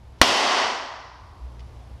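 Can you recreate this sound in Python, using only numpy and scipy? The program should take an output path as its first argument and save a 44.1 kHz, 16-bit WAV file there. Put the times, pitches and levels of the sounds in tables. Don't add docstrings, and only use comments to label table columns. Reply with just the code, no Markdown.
import sys
import numpy as np
from scipy import signal
from scipy.fft import rfft, irfft, next_fast_len
from scipy.io import wavfile
from scipy.ndimage import map_coordinates

SR = 44100
rng = np.random.default_rng(int(sys.argv[2]) if len(sys.argv) > 2 else 0)


def unload_wav(signal):
    wavfile.write(
        sys.argv[1],
        SR,
        np.round(np.clip(np.atleast_2d(signal).T, -1, 1) * 32767).astype(np.int16),
    )


def volts(x):
    e = np.asarray(x, float) / 20
    return 10 ** e


N = 88200
POP_S = 0.2147


def unit(x):
    return x / np.sqrt(np.mean(x ** 2) + 1e-20)


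def along(points, hz):
    f, v = np.transpose(points)
    return np.interp(np.log(hz + 1), np.log(f + 1), v)


def wobble(rate):
    knots = rng.standard_normal(int(N * 40 / SR) + 4)
    return map_coordinates(knots, [np.arange(N) * rate / SR])


def filtered(x, response):
    m = next_fast_len(len(x) + 8192)
    return irfft(rfft(x, m) * response(np.fft.rfftfreq(m, 1 / SR)), m)[:len(x)]


def hiss(spectrum, size):
    return unit(filtered(rng.standard_normal(size), lambda hz: volts(along(spectrum, hz))))


def placed(x, start_s):
    return np.pad(x, (round(start_s * SR), N))[:N]


def pop():
    pulse_db, pulse_s = 16, 0.00013
    blast_db, blast_t60_s, echo_gas_db = 15.5, 0.025, -12.5
    # pitch_hz [Hz], level_db [dB per Hz]
    burst = [(30, -15.5), (100, -7.5), (600, 2), (1200, 10), (3000, -1), (5000, 1), (8000, -18.5),
             (15500, -28)]
    # pitch_hz [Hz], level_db [dB], t60_s [s]
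    bench = [(70, 6.5, .05), (180, 7.5, 0.016), (282, 11.5, 0.045), (357, 4.5, .04)]
    # delay_s [s], level_db [dB], polarity [sign]
    walls = [
        (.0029, -4.5, 1),
        (.0049, -10.5, 1.5),
        (.0089, 3.5, -1),
        (.0125, 5.5, -1),
        (0.0147, 11, -1),
        (.019, 3.5, -1),
        (.0243, 3, -1),
    ]
    t = np.arange(SR // 10) / SR
    u = t / pulse_s
    pulse = -volts(pulse_db) * 0.5 * u ** 2 * (3 - u) * np.exp(-u)

    def gas():
        swell = 1 - np.exp(-t / 0.00059)
        return volts(blast_db - 60 * t / blast_t60_s) * hiss(burst, len(t)) * swell

    thump = sum(volts(db - 60 * t / t60) * np.sin(2 * np.pi * hz * t) for hz, db, t60 in bench)
    thump = thump * (1 - np.exp(-(t / 0.0012) ** 2))
    out = placed(pulse + gas() - thump, POP_S)
    for delay_s, db, polarity in walls:
        slap = np.sign(polarity) * 1.2 * pulse + volts(echo_gas_db) * gas()
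        out += placed(volts(db) * slap, POP_S + delay_s)
    return out


def hall():
    level_db, rise_s = 20.5, 0.0056
    # pitch_hz [Hz], level_db [dB per Hz]
    colour = [(110, -28), (170, -30.5), (215, -9), (700, -6), (1660, -11), (3000, -9.5), (5400, -13),
              (12300, -34), (15500, -59)]
    # pitch_hz [Hz], t60_s [s]
    decay = [(100, .5), (250, 0.74), (700, 0.88), (1500, 0.94), (3000, .75), (6000, 0.76), (10000, 0.62),
             (15000, .35)]
    # pitch_hz [Hz], width_hz [Hz], lift_db [dB]
    fixture = [(694, 220, 3), (1025, 400, 6), (1970, 200, 5), (3070, 750, 6.5), (4570, 300, 4),
               (5530, 1200, 3)]
    # pitch_hz [Hz], width_hz [Hz], level_db [dB], t60_s [s]
    bays = [(1020, 400, -13.5, 1.6), (4500, 2500, -6, 1.07), (259, 80, 0, 0.76), (12057, 2500, -13, .42)]
    # pitch_hz [Hz], level_db [dB], t60_s [s]
    boom = [(103.7, -8.5, .5), (56, -13, .5), (179, -6, 0.46)]
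    t = np.arange(N) / SR

    def fixture_gain(hz):
        return volts(sum(db / (1 + (2 * (hz - centre) / width) ** 2) for centre, width, db in fixture))

    excited = unit(filtered(hiss(colour, N), fixture_gain))
    hz, s, z = signal.stft(excited, SR, nperseg=512)
    fade = volts(-60 * s / along(decay, hz)[:, None])
    tail = volts(level_db) * signal.istft(z * fade, SR, nperseg=512)[1][:N]
    modes = [(hz, 20, db, t60) for hz, db, t60 in boom]
    for centre, width, db, t60 in list(bays) + modes:
        noise = rng.standard_normal(N)
        band = unit(filtered(noise, lambda f: 1 / (1 + (2 * (f - centre) / width) ** 4)))
        tail = tail + band * volts(db - 60 * t / t60)
    return placed(tail * (1 - np.exp(-t / rise_s)), POP_S)


def ticks():
    # start_s [s], level_db [dB], t60_s [s]
    contacts = [
        (0.1843, -61.5, 0.09),
        (.189, -61, 0.06),
        (.198, -52, 0.0051),
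        (.206, -54, 0.014),
        (0.213, -46.5, .02),
        (1.594, -46.5, .008),
        (1.596, -52, 0.029),
        (1.604, -50, 0.03),
        (1.619, -66, 0.007),
    ]
    # pitch_hz [Hz], level_db [dB]
    steel = [(2100, -1.5), (3000, 2.5), (3500, -2.5), (4700, -3.5), (5400, 0.5), (6400, -12)]
    crack = [(700, -21), (2000, 3), (6000, -1.5), (7500, -14.5), (14000, -34.5)]  # (Hz, dB per Hz)
    out = np.zeros(N)
    t = np.arange(SR // 10) / SR
    for start_s, db, t60 in contacts:
        ring = 0
        for hz, level in steel:
            strength, detune, phase = rng.standard_normal(3)
            tone = np.sin(2 * np.pi * hz * (1 + 0.02 * detune) * t + 2 * phase)
            ring = ring + volts(level + 3 * strength) * tone
        rough = 1.2 * hiss(crack, len(t))
        out += placed(volts(db - 4 - 60 * t / t60) * (0.7 * ring + rough), start_s)
    return out


def machinery():
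    motor_on_s, motor_lift_db = 1.43, 6
    drift_hz, flutter_rate = 2.5, 14
    # pitch_hz [Hz], level_db [dB], unsteady_db [dB]
    lines = [(62.6, -47.5, 4.5), (118.4, -51, 2), (178, -73.5, 4)]
    t = np.arange(N) / SR
    motor_off = 1 / (1 + np.exp((t - motor_on_s) / 0.029))
    out = np.zeros(N)
    for hz, db, unsteady_db in lines:
        lift_db = motor_lift_db * (1 if hz > 100 else 0.5)
        level = volts(db + unsteady_db * wobble(flutter_rate) - lift_db * motor_off)
        cycles = np.cumsum(hz + drift_hz * wobble(flutter_rate)) / SR
        out += np.sqrt(2) * level * np.sin(2 * np.pi * cycles)
    return out


def insect():
    pitch_hz, width_hz, level_db, pulses_hz = 10100, 200, -83, 47.97
    t = np.arange(N) / SR
    cycles = np.cumsum(pitch_hz + 0.3 * width_hz * wobble(39)) / SR
    tone = np.sqrt(2) * np.sin(2 * np.pi * cycles)
    beat = np.clip(np.cos(2 * np.pi * pulses_hz * t) + 0.1, 0, None)
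    return volts(level_db + 3.5 + 2.2 * wobble(23)) * beat * tone


def room_tone():
    air_db, rumble_db = -54.5, -50
    # pitch_hz [Hz], level_db [dB per Hz]
    air_colour = [(90, -30), (150, -5.5), (500, -10.5), (900, -10.5), (1500, -21), (5000, -28),
                  (8000, -37.5), (12000, -42), (15500, -55.5)]
    # pitch_hz [Hz], level_db [dB per Hz]
    rumble_colour = [(20, -16), (32, 2.5), (50, 0), (90, 4), (130, -6.5), (170, -15.5)]
    skirted = [(10, -64.5)] + list(rumble_colour) + [(260, -54.5)]
    air = volts(air_db + 0.8 * wobble(7)) * hiss(air_colour, N)
    rumble = volts(rumble_db + 2.5 * wobble(13)) * hiss(skirted, N)
    return air + rumble


def scene():
    return (pop() + hall() + ticks() + machinery() + insect() + room_tone())[None]


def band_limit(x):
    return signal.sosfilt(signal.butter(12, 15700, fs=SR, output="sos"), x)


def record(dry):
    clip_top, clip_hardness, roll_hz = 0.96, 5, 15300
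    # time_s [s], gain_db [dB]
    gain = [
        (0, -1),
        (0.214, 0.5),
        (.221, -30.5),
        (0.241, -37.5),
        (.4, -27.5),
        (0.618, -12),
        (.9, -8.5),
        (1.201, -2.5),
        (1.5, 1),
        (2, 2),
    ]
    s, db = np.transpose(gain)
    x = dry * volts(np.interp(np.arange(N) / SR, s, db))
    x = x / (1 + np.abs(x / clip_top) ** clip_hardness) ** (1 / clip_hardness)
    x = filtered(x[0], lambda hz: 1 / (1 + (hz / roll_hz) ** 12))[None]
    return band_limit(x)


dry = scene()
out = record(dry)
unload_wav(out)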